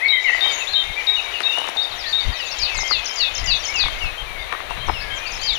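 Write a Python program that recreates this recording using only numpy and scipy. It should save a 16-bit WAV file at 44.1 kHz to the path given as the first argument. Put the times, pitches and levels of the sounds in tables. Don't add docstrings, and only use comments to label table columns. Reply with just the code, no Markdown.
import sys
import numpy as np
from scipy import signal
from scipy.fft import rfft, irfft
from scipy.io import wavfile
from scipy.ndimage import uniform_filter1d, minimum_filter1d

SR = 44100
rng = np.random.default_rng(int(sys.argv[2]) if len(sys.argv) > 2 else 0)


def decibels_to_gain(level_db):
    exponent = np.asarray(level_db, float) / 20
    return 10 ** exponent


def pcm_store(signal):
    levels = np.round(np.clip(np.atleast_2d(signal), -1, 1) * 32767)
    wavfile.write(sys.argv[1], SR, levels.astype(np.int16).T)


N = 246078


def in_time(rows):
    s, *columns = np.transpose(rows)
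    return [np.interp(np.arange(N) / SR, s, column) for column in columns]


def rms_one(x):
    return x / np.sqrt(np.mean(x ** 2) + 1e-20)


def drift(rate):
    pole = np.exp(-40 * np.pi * rate / SR)
    chance = rng.standard_normal(N // 20 + 4002)
    slow = signal.lfilter([1], [1, -2 * pole, pole * pole], chance)[4000:]
    return np.interp(np.arange(N) / 20, np.arange(len(slow)), rms_one(slow))


def butter(x, hz, kind, order=2):
    return signal.sosfilt(signal.butter(order, hz, kind, fs=SR, output="sos"), x)


def coloured(spectrum, patchy_db):
    hz = np.fft.rfftfreq(N, 1 / SR) + 1
    points, level_db = np.transpose(spectrum)
    shape = decibels_to_gain(np.interp(np.log(hz), np.log(points), level_db, left=-60, right=-60))
    noise = rfft(rng.standard_normal(N)) * shape
    octave = np.log2(hz / 125)
    total = np.zeros(N)
    for k in range(8):
        band = irfft(noise * np.clip(1 - abs(octave - k), 0, 1), N)
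        total += band * decibels_to_gain(patchy_db * drift(15.0))
    return rms_one(total)


def add(out, start, pitch_hz, height):
    at = round(start * SR)
    note = height * np.sin(2 * np.pi * np.cumsum(pitch_hz) / SR)
    out[at:at + len(note)] += note[:N - at]


def flutter(depth, rate):
    return 1 - np.clip(depth, 0, 1) * (1 + np.tanh(0.5 * drift(rate))) / 2


def singer(shape, times):
    out = np.zeros(N)
    s, hz, level_db = np.transpose(shape)
    waver = 1 + 0.00666 * drift(39)
    for start, stretch, ratio, peak_db in times:
        t = np.arange(0, s[-1] * stretch, 1 / SR) / stretch
        pitch = uniform_filter1d(np.interp(t, s, hz), size=100, mode="nearest")
        pitch = ratio * pitch * np.roll(waver, -round(start * SR))[:len(t)]
        add(out, start, pitch, decibels_to_gain(peak_db + np.interp(t, s, level_db)))
    return out


def bent(rows, share=0.46, bow=0.):
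    rows = np.array(rows)
    middle = (rows[:, 2] + share * (rows[:, 3] - rows[:, 2])) * (1 + bow)
    return np.insert(rows, 3, middle, axis=1)


def glides(rows, edge):
    out = np.zeros(N)
    for start, length, first, middle, last, peak_db in rows:
        u = np.linspace(-edge, 1 + edge, round(length * (1 + 2 * edge) * SR))
        pitch = first * (1 - u) * (1 - 2 * u) + 4 * middle * u * (1 - u) + last * u * (2 * u - 1)
        fade = np.clip(np.minimum(u + edge, 1 + edge - u) / (2 * edge), 0, 1)
        height = decibels_to_gain(peak_db) * np.sin(fade * np.pi / 2) ** 2
        add(out, max(start - edge * length, 0), pitch, height)
    return out


def garden(x, echo_s, echo_db, scatter_db, t60, dull_hz=5600, rough=0.04):
    t = np.arange(SR // 2) / SR
    glints = rng.standard_normal(len(t)) * rng.exponential(1, len(t)) ** 1.79
    scatter = glints * decibels_to_gain(-60 * t / t60) * np.clip(t / 0.0045, 0, 1)
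    wall = rough * glints * np.exp(-((t - echo_s - .001) / .003) ** 2)
    wall[round(echo_s * SR)] += 1
    reply = decibels_to_gain(scatter_db) * scatter / np.sqrt(np.sum(scatter ** 2))
    reply += decibels_to_gain(echo_db) * butter(wall, dull_hz, "low", order=3)
    reply[0] = 1
    return signal.fftconvolve(x, reply)[:N]


def gusts(calm_db, rows):
    t = np.arange(N) / SR
    power = decibels_to_gain(2 * calm_db)
    for middle_s, half_s, peak_db in rows:
        power = power + decibels_to_gain(2 * peak_db) * np.exp(-((t - middle_s) / half_s) ** 2)
    return 10 * np.log10(power)


def wind(level_db):
    lumps = decibels_to_gain(3.65 * drift(14.0))
    deep = rms_one(butter(butter(rng.standard_normal(N), 44.5, "low"), 14.6, "high"))
    edge = rms_one(butter(rng.standard_normal(N), [70, 190], "band"))
    return decibels_to_gain(level_db) * lumps * (deep + decibels_to_gain(-25.5) * lumps * edge)


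# (time [s], left port level [dB], right port level [dB])
CALM_BREEZE = [(0, -50.5, -52.5), (1.6, -50.5, -50.5), (2.6, -45.5, -50.5), (5.58, -48, -43)]
# (middle time [s], half width [s], peak level [dB])
LEFT_GUSTS = [(.72, 0.023, -38), (.89, 0.028, -36), (1.19, 0.02, -41), (2.15, 0.056, -43),
              (1.98, 0.041, -35.5), (2.29, 0.025, -22), (2.62, 0.029, -31), (2.78, 0.027, -23.5),
              (2.96, 0.052, -36), (3.47, 0.078, -25.5), (3.85, 0.07, -31), (4.06, 0.048, -28.5),
              (4.3, 0.1, -30.5), (4.8, 0.061, -28), (4.98, 0.13, -26), (5.36, 0.12, -33.5)]
# (middle time [s], half width [s], peak level [dB])
RIGHT_GUSTS = [
    (2.57, 0.12, -44),
    (2.93, 0.061, -45),
    (3.5, 0.11, -39),
    (3.949, 0.11, -31.5),
    (5.35, 0.039, -40.5),
]


def wind_on_ports():
    left_calm_db, right_calm_db = in_time(CALM_BREEZE)
    return wind(gusts(left_calm_db, LEFT_GUSTS)), wind(gusts(right_calm_db, RIGHT_GUSTS))


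# (frequency [Hz], level [dB per Hz])
AIR_SPECTRUM = [(120, -45), (220, -12.5), (400, -3), (700, 4), (1500, 0), (2200, 3.5), (3000, -1),
                (3800, -0.5), (4700, -12.5), (6000, -27)]


def distant_air(air_db):
    return decibels_to_gain(air_db + 10) * coloured(AIR_SPECTRUM, patchy_db=.7)


# (frequency [Hz], level [dB per Hz])
LEAF_SPECTRUM = [(5500, 2.5), (7100, -3.5), (8200, -9.5), (9500, 1.5), (11000, -7.5), (12000, -4),
                 (14200, -2.5), (15200, -9.5), (15700, -25)]


def leaf_rustle(air_db):
    level_db = -45.5 + .8 * (air_db - air_db.mean())
    return decibels_to_gain(level_db) * coloured(LEAF_SPECTRUM, patchy_db=.8)


# (frequency [Hz], level [dB per Hz])
HISS_SPECTRUM = [(150, -9.5), (500, -3), (1500, -22.5), (4000, -18), (6500, -31), (8500, -33), (14000, -30),
                 (15800, -23)]


def covered_hiss():
    return decibels_to_gain(-56.5) * coloured(HISS_SPECTRUM, patchy_db=0.8)


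# (time [s], length
# [s], start pitch [Hz], end pitch [Hz], peak level [dB])
HELD_NOTES = [(0.0, 0.04, 2520, 2470, -25), (0.05, 0.06, 4260, 4140, -28.5), (0, 0.019, 5150, 4900, -51),
              (0.5, 0.027, 4180, 4100, -39), (0.5, 0.056, 6060, 5500, -36),
              (0.431, 0.11, 2274, 2218, -21.5), (.655, .015, 2600, 2750, -31), (.7, .1, 1637, 1586, -32),
              (.84, .1, 2120, 2130, -30), (.93, .08, 4440, 4660, -45), (.965, .05, 2007, 1980, -28),
              (1.035, .018, 2480, 2450, -29), (1.059, 0.04, 2320, 2250, -34),
              (1.225, .02, 4960, 5060, -35.5), (1.61, .035, 2900, 3000, -27), (2.1, .06, 2020, 1987, -46),
              (2.5, 0.048, 2740, 2600, -29), (2.18, 0.081, 2336, 1940, -28.5),
              (2.27, 0.017, 5850, 6300, -40), (2.5, 0.064, 2660, 2660, -30),
              (2.785, 0.16, 2120, 2008, -24.5), (3.431, 0.064, 2040, 1865, -25.5),
              (4, 0.06, 2200, 2180, -28.5), (3.84, .055, 2157, 2150, -27.5),
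              (4.27, 0.17, 2370, 2040, -28.5), (4.5, 0.11, 1764, 1940, -32), (4.5, 0.085, 3800, 3800, -39),
              (4.39, 0.048, 4720, 4500, -42), (4.392, 0.066, 3570, 3650, -29),
              (4.7, 0.023, 2670, 2720, -26), (4.77, 0.12, 3915, 3750, -36), (4.79, .05, 4070, 4130, -38),
              (4.9, 0.12, 5080, 5150, -36), (5.011, 0.15, 1700, 1575, -29), (5.5, .12, 5070, 5100, -41),
              (5, 0.19, 2200, 2140, -34.5)]
HOOKED_NOTES = [(.262, 0.047, 3120, 2600, -18.5), (.365, .035, 4250, 3700, -33),
                (.579, 0.065, 3000, 2550, -22), (0.67, 0.038, 3290, 4300, -18),
                (1.91, 0.035, 4460, 3660, -25), (1.95, 0.04, 7440, 5740, -36),
                (2.039, 0.055, 1960, 1798, -26.5), (2.043, 0.062, 3250, 4600, -23),
                (2.05, 0.042, 3600, 5000, -31), (2.327, 0.048, 4770, 3730, -25.5),
                (2.342, 0.03, 7200, 5860, -37), (2.424, 0.022, 4000, 3660, -26),
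                (2.447, 0.032, 3700, 4920, -30), (2.502, 0.013, 7000, 5550, -29),
                (2.562, 0.062, 3250, 4600, -30), (2.695, 0.12, 2540, 2040, -25),
                (2.742, 0.017, 6900, 6050, -28.5), (2.744, 0.062, 5450, 3640, -25.5),
                (2.799, 0.015, 6300, 5150, -21), (3.105, 0.012, 5050, 5470, -27),
                (3.118, .02, 6100, 5900, -33), (4.06, 0.026, 4450, 3960, -33),
                (4.865, 0.031, 6500, 5150, -32), (5.392, 0.056, 3900, 4840, -26.5)]
HIGH_SAG_NOTE = [
    (0.513, 0.1, 7200, 7250, -20),
]
DROOPING_NOTES = [
    (.706, .038, 4250, 4000, -21),
    (1.163, 0.038, 2926, 2500, -17),
    (1.336, 0.035, 2914, 2610, -18.5),
    (2.698, 0.044, 6000, 5450, -37),
]
SWEEPING_NOTES = [(.742, .08, 4000, 3546, -17.5), (1, 0.024, 2600, 3100, -29),
                  (1.308, 0.0258, 2500, 3520, -30), (1.46, 0.15, 2626, 3010, -17),
                  (1.793, .04, 3900, 4800, -25.5), (1.831, .008, 4850, 5550, -30),
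                  (1.9, 0.099, 3120, 3400, -35), (1.985, 0.063, 5670, 3300, -27),
                  (2.085, 0.019, 5830, 6550, -34.5), (2.172, 0.049, 3660, 4820, -23.5),
                  (2.37, 0.026, 5400, 5800, -33), (2.39, 0.038, 5350, 4000, -27.5),
                  (2.456, .037, 7050, 6100, -28), (2.467, 0.062, 3400, 4840, -25),
                  (3.355, 0.065, 3430, 5200, -29.5), (3.558, .065, 6230, 5400, -31.5),
                  (3.623, 0.047, 4800, 4100, -32), (3.985, 0.021, 6140, 5830, -38),
                  (4.03, .03, 5620, 4960, -37), (5.003, 0.029, 4100, 5400, -26.5),
                  (5.14, 0.052, 7740, 5500, -31), (5.8, 0.039, 5550, 4000, -24),
                  (5.262, 0.022, 4320, 5000, -23), (5.529, 0.037, 7600, 5330, -26)]
ARCHED_NOTES = [
    (0.962, 0.048, 2269, 2240, -16),
    (2.326, 0.09, 1878, 1882, -25.5),
    (2.599, 0.11, 2285, 2584, -26),
    (3.682, 0.062, 2094, 2250, -22),
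    (3.95, 0.049, 2010, 2080, -28.5),
    (4.47, 0.063, 2120, 2315, -27.5),
    (4.845, .12, 2147, 2130, -31.5),
    (5.171, 0.1, 2355, 2330, -28),
    (5.5, 0.045, 2250, 2060, -29),
]
SAGGING_NOTES = [
    (1.085, .052, 2250, 2444, -25),
    (1.247, 0.069, 2400, 2350, -26.5),
    (2.512, .022, 5570, 5760, -26.5),
    (2.81, 0.016, 5300, 5600, -23),
    (5.03, 0.11, 2250, 2230, -33),
]


def chorus():
    notes = np.vstack([
        bent(HELD_NOTES, bow=0.01844),
        bent(HOOKED_NOTES, share=.74),
        bent(HIGH_SAG_NOTE, bow=-0.091),
        bent(DROOPING_NOTES, share=0.25),
        bent(SWEEPING_NOTES),
        bent(ARCHED_NOTES, bow=0.0541),
        bent(SAGGING_NOTES, bow=-0.047)])
    song = glides(notes, .1) * flutter(0.67, 50)
    return decibels_to_gain(2.0) * garden(song, 0.024, -17.5, -4.0, 0.41)


# (time [s], length [s], start pitch [Hz], end pitch [Hz], peak level [dB])
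DEEP_OPENING = [
    (0.016, .075, 1920, 2162, -8.5),
]
# (time [s], length [s], start pitch [Hz], end pitch [Hz], peak level [dB])
DEEP_REPLIES = [
    (0.105, 0.087, 2283, 2000, -11),
    (.19, .045, 2050, 1986, -28),
    (0.24, .075, 2330, 1883, -9),
    (0.325, 0.043, 1900, 2033, -13),
]


def deep_bird():
    notes = np.vstack([bent(DEEP_OPENING, share=1.3), bent(DEEP_REPLIES, share=.74)])
    song = garden(glides(notes, 0.13), .03, -9.5, -5.5, 0.95)
    return decibels_to_gain(1.5) * song * flutter(0.82, 71)


# (time from its start [s], pitch [Hz], level [dB])
TSEE_SHAPE = [(0, 5240, -22), (.003, 4300, -11.5), (.006, 3635, -4.5), (.018, 3720, -2), (.034, 3775, -1),
              (.052, 3765, -5.5), (.076, 3734, -6), (.09, 3610, -8.5), (.1, 3580, -25)]
# (time [s], stretch [times], pitch [ratio], peak level [dB])
TSEE_CALLS = [
    (0.082, 0.93, 1.02, -9.5),
    (0.404, 1.19, 0.99, -10.5),
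    (0.732, 0.92, 0.99, -9.5),
    (1.066, 1.06, 1.01, -8.5),
    (1.43, 1.2, 0.996, -12),
    (1.767, 0.9, 0.99, -10.5),
    (2.123, 0.99, .995, -9),
]


def whistler():
    song = garden(singer(TSEE_SHAPE, TSEE_CALLS), 0.02965, -11.0, -7.5, 0.64, dull_hz=4200)
    return decibels_to_gain(3.5) * song * flutter(0.48, 65)


# (time from its start [s], pitch [Hz], level [dB])
FLAT_SHAPE = [(0, 3130, -6.5), (.012, 3135, -1.5), (.04, 3185, -0.5), (.075, 3150, -4.5), (.085, 3140, -23)]
# (time [s], stretch [times], peak level [dB])
FLAT_CALLS = [(0.12, 1, -19), (0.437, 1, -15.5), (0.754, 1, -14.5), (2.275, 0.87, -29.5),
              (2.554, 0.91, -28), (2.838, 0.63, -22.5), (3.088, 0.83, -25), (3.37, 0.61, -26.5),
              (3.628, 0.47, -23.5), (3.898, 0.57, -26.5), (4.175, 0.65, -23.5), (4.8, 0.93, -24.5),
              (5.105, 0.99, -21.5), (5.42, 1, -22)]
# (time from its start [s], pitch [Hz], level [dB])
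SLUR_SHAPE = [(0, 3122, 0.5), (.015, 2950, 6.5), (.04, 2724, 3), (.095, 2610, -3), (.108, 2600, -36)]
# (time [s], stretch [times], pitch [ratio], peak level [dB])
SLUR_CALLS = [
    (2.39, 1.08, 0.99, -27.5),
    (2.668, 1.25, 0.96, -27),
    (2.928, 1.2, 0.95, -24.5),
    (3.198, 1.27, 0.95, -23.5),
    (3.473, 1.1, 0.96, -21.5),
    (3.74, 1.16, 0.94, -21.5),
    (4.007, 1.1, 0.96, -23.5),
    (4.936, 1.13, 0.97, -30),
    (5.247, 1.45, 0.92, -31),
    (5.553, 1.04, 0.99, -27),
]


def two_note_bird():
    flat_calls = np.insert(FLAT_CALLS, 2, 1, axis=1)
    notes = singer(FLAT_SHAPE, flat_calls) + singer(SLUR_SHAPE, SLUR_CALLS)
    return decibels_to_gain(1.5) * garden(notes, 0.045, -15.5, -11.0, 0.88) * flutter(0.39, 50)


# (frequency [Hz], level [dB per Hz])
FAR_WASH_SPECTRUM = [(2500, 9.5), (4200, -5), (5500, -4.5), (7100, -4.5), (7800, -16.5)]


def far_flock(count):
    when, height, curve, size, softness = rng.random((count, 5)).T
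    middle = 1950 * 3.3 ** height
    bend = 1 + 0.1606 * (curve - .3)
    level_db = -8 * np.log2(middle / 2000) - 3 * softness
    start_s = when * (N / SR - .1)
    length_s = 0.012 + 0.03 * size
    rows = np.transpose([start_s, length_s, middle * bend, middle, middle / bend, level_db])
    chirps = rms_one(garden(glides(rows, .2) * flutter(.8, 50), .04, -3, 11, .3))
    return chirps + decibels_to_gain(-3) * coloured(FAR_WASH_SPECTRUM, patchy_db=3.5)


# (time [s], peak level [dB], ring pitch [Hz])
NAIL_TOUCHES = [(0.297, -15.5, 690), (0.348, -16, 706), (1.4045, -9, 1210), (1.4165, -21, 895),
                (1.575, -12.5, 704), (1.675, -16, 950), (2.748, -19, 980), (2.788, -12.5, 870),
                (3.838, -15, 696), (4.526, -9, 1030), (4.603, -16, 1080), (4.8935, -11.5, 1070)]
# (time [s], peak level [dB], ring pitch [Hz])
PAD_TOUCHES = [(0.461, -13, 875), (1.582, -14.5, 750), (1.6, -17, 910), (1.616, -13.5, 840),
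               (1.643, -17, 900), (1.653, -20, 1116), (1.689, -10, 850), (1.762, -15.5, 770),
               (1.941, -25, 729), (2.832, -15.5, 815), (2.91, -7, 1190), (2.917, -11, 1180),
               (3.751, -19, 1127), (3.859, -14, 1070), (3.865, -17, 806), (3.884, -13, 1100),
               (4.045, -19.5, 1250), (4.522, -13, 1060), (4.536, -14.5, 1080), (4.549, -15, 1180),
               (4.708, -11, 960), (4.715, -17, 895), (4.772, -18, 1170), (4.88, -16, 800),
               (4.8855, -7.5, 1020), (4.891, -21, 1000), (4.8965, -2, 910), (4.903, -15, 1020)]
# (time [s], peak level [dB])
GRIT_SCRATCHES = [(1.404, -34), (1.4176, -33), (1.573, -35), (1.585, -30), (1.602, -35), (1.6127, -39),
                  (1.6334, -38), (1.6404, -45), (1.6504, -46), (1.6686, -39), (1.686, -32), (1.6944, -34),
                  (3.882, -37), (4.5251, -41.5), (4.7064, -41), (4.8823, -39)]


def finger_ticks():
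    out, grit = np.zeros(N), np.zeros(N)
    t = np.arange(SR // 50) / SR
    kinds = (PAD_TOUCHES, 0.28, 0.001, 0.00092), (NAIL_TOUCHES, 2.94, 0.00017, 0.0027)
    for rows, sag, rise_s, ring_s in kinds:
        height = (1 - np.exp(-t / rise_s)) ** 2 * np.exp(-t / ring_s)
        for start, peak_db, hz in rows:
            pitch = hz * (1 + sag * np.exp(-t / 0.00069))
            add(out, start, pitch, decibels_to_gain(peak_db) * height / height.max())
    for start, peak_db in GRIT_SCRATCHES:
        at = round(start * SR)
        scratch = rng.standard_normal(len(t)) * np.exp(-t / 0.0025)
        grit[at:at + len(t)] += decibels_to_gain(peak_db + 16.0) * scratch
    touch = signal.fftconvolve(abs(out), np.exp(-t / 0.0044) / 60)[:N]
    grip = touch * rms_one(butter(rng.standard_normal(N), [330, 1100], "band"))
    port_hz = 9550
    ping = butter(grit, [.93 * port_hz, 1.0 * port_hz], "band")
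    dull_scratch = butter(grit, [3000, 7000], "band")
    return out + decibels_to_gain(-14.5) * grip + ping + decibels_to_gain(-3.5) * dull_scratch


# (time [s], length [s], start pitch [Hz], end pitch [Hz], peak level [dB])
COCKEREL_NOTES = [
    (.8, .3, 800, 825, -41),
    (1.15, .24, 720, 712, -39),
    (1.745, .33, 714, 708, -38),
]


def cockerel():
    rows = bent(COCKEREL_NOTES)
    upper = rows[1:] * [1, .8, 1.6, 1.2, 3.2, 0.94] + [0, 0, 0, 0, 0, -2]
    return glides(np.vstack([rows, upper]), 0.079) * flutter(0.27, 20)


# (time from its start [s], pitch [Hz], level [dB])
EARLY_SWOOP_SHAPE = [(0, 6750, -24), (.008, 7250, -12), (.012, 7120, -52), (.016, 7030, -8),
                     (.021, 5670, -11), (.027, 5120, -13.5), (.055, 4600, -4.5), (.078, 4050, -0.5),
                     (.09, 3660, -9.5), (.11, 3380, -8), (.116, 3350, -30)]
# (time [s], stretch [times], pitch [ratio], peak level [dB])
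EARLY_SWOOP_CALLS = [
    (2.571, .9, 1.04, -14),
    (2.86, 0.96, 1, -12.5),
]
# (time from its start [s], pitch [Hz], level [dB])
CHIP_SHAPE = [(0, 5450, -17), (.004, 6410, -0.5), (.008, 7490, -38), (.011, 6920, -1), (.018, 5860, 2.5),
              (.025, 5110, -4), (.034, 5070, -3), (.042, 5420, -7), (.046, 5800, -18)]
# (time [s], stretch [times], pitch [ratio], peak level [dB])
CHIP_CALLS = [
    (2.757, 1.1, 1.2, -20),
    (3.044, 0.99, 0.98, -21.5),
    (3.339, 0.75, 1.03, -20),
    (3.638, 0.97, 1.02, -20.5),
    (5.306, 0.97, 1.01, -27.5),
]
# (time from its start [s], pitch [Hz], level [dB])
SWOOP_SHAPE = [(0, 6390, -17), (.008, 7350, -9), (.012, 7080, -57), (.017, 6990, -10), (.022, 5730, -9.5),
               (.027, 5074, -14.5), (.058, 4560, -4), (.075, 3930, -1), (.104, 3396, -6), (.112, 3330, -35)]
# (time [s], stretch [times], pitch [ratio], peak level [dB])
SWOOP_CALLS = [
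    (3.139, 1.12, 0.99, -12.5),
    (3.441, 1.02, 1.008, -11),
    (3.74, 0.98, 1, -12.5),
    (5.413, 1.09, 0.99, -14.5),
]


def warbler():
    notes = singer(EARLY_SWOOP_SHAPE, EARLY_SWOOP_CALLS)
    notes += singer(CHIP_SHAPE, CHIP_CALLS) + singer(SWOOP_SHAPE, SWOOP_CALLS)
    song = garden(notes, .029, -2.5, -6.0, 0.4, dull_hz=6600, rough=.01)
    return decibels_to_gain(4.5) * song * flutter(0.45, 48)


def birds():
    song = chorus() + deep_bird() + whistler() + two_note_bird() + cockerel() + warbler()
    return butter(song, 6520, "low", order=8)


def through_cover(heard):
    late = np.pad(heard, (17, 0))[:N]
    dull = decibels_to_gain(-26.5) * butter(late, 5600, "low", order=6)
    return signal.lfilter(*signal.iirnotch(3330, 12, SR), dull)


# (time [s], breeze level [dB], far flock level [dB])
BACKGROUND = [(0, -39, -86), (.25, -42.5, -30.5), (.45, -34.5, -32), (.75, -40, -37), (1.0, -39.5, -38),
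              (1.45, -38.5, -35), (1.65, -37, -35.5), (1.8, -39.5, -39), (2.5, -39.5, -34.5),
              (3.9, -38.5, -33), (4.2, -40, -49), (4.8, -39, -69), (5.2, -39.5, -39), (5.58, -40, -31)]


def scene():
    air_db, flock_db = in_time(BACKGROUND)
    left_wind, right_wind = wind_on_ports()
    heard = distant_air(air_db) + leaf_rustle(air_db) + birds()
    heard += decibels_to_gain(flock_db) * far_flock(count=420) + finger_ticks()
    return np.array([heard + left_wind, through_cover(heard) + right_wind + covered_hiss()])


# (frequency [Hz], share [ratio])
HIDDEN_SHARE = [(3500, 0), (6500, .15), (8300, .7), (9300, .33), (11000, .45), (12100, .8), (13000, .33),
                (14900, .33), (15300, 1.3), (15800, 2.0)]


def thinned(x, more=0., size=1024):
    n, k = np.arange(2 * size) + .5, np.arange(size) + .5
    window = np.sin(np.pi * n / (2 * size))[:, None]
    basis = window * np.cos(np.pi / size * np.outer(n + size / 2, k)) * np.sqrt(2 / size)
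    lead = 2 * size - 836
    blocks = np.pad(x, (lead, 2 * size - (lead + N) % size)).reshape(-1, size)
    lines = np.hstack([blocks[:-1], blocks[1:]]) @ basis
    power = uniform_filter1d(lines ** 2, size=90, axis=1)
    around = np.sqrt(uniform_filter1d(power, size=3, axis=0) + 1e-18)
    hz = k * SR / (2 * size)
    share = np.interp(hz, *np.transpose(HIDDEN_SHARE)) + more * (hz > HIDDEN_SHARE[0][0])
    back = np.where(abs(lines) < share * around, 0, lines) @ basis.T
    return (back[1:, :size] + back[:-1, size:]).ravel()[lead - size:][:N]


def roll_off(x):
    return signal.sosfilt(signal.butter(12, 15770, fs=SR, output="sos"), x)


def record(dry):
    left = signal.lfilter(*signal.iirnotch(12400, 9, SR), dry[0])
    ceiling = .82
    gain = minimum_filter1d(ceiling / np.maximum(abs(left), ceiling), size=441)
    left = left * uniform_filter1d(gain, size=441)
    right = thinned(dry[1], more=.55)
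    return roll_off(np.array([thinned(left), right]))


dry = scene()
out = record(dry)
pcm_store(out)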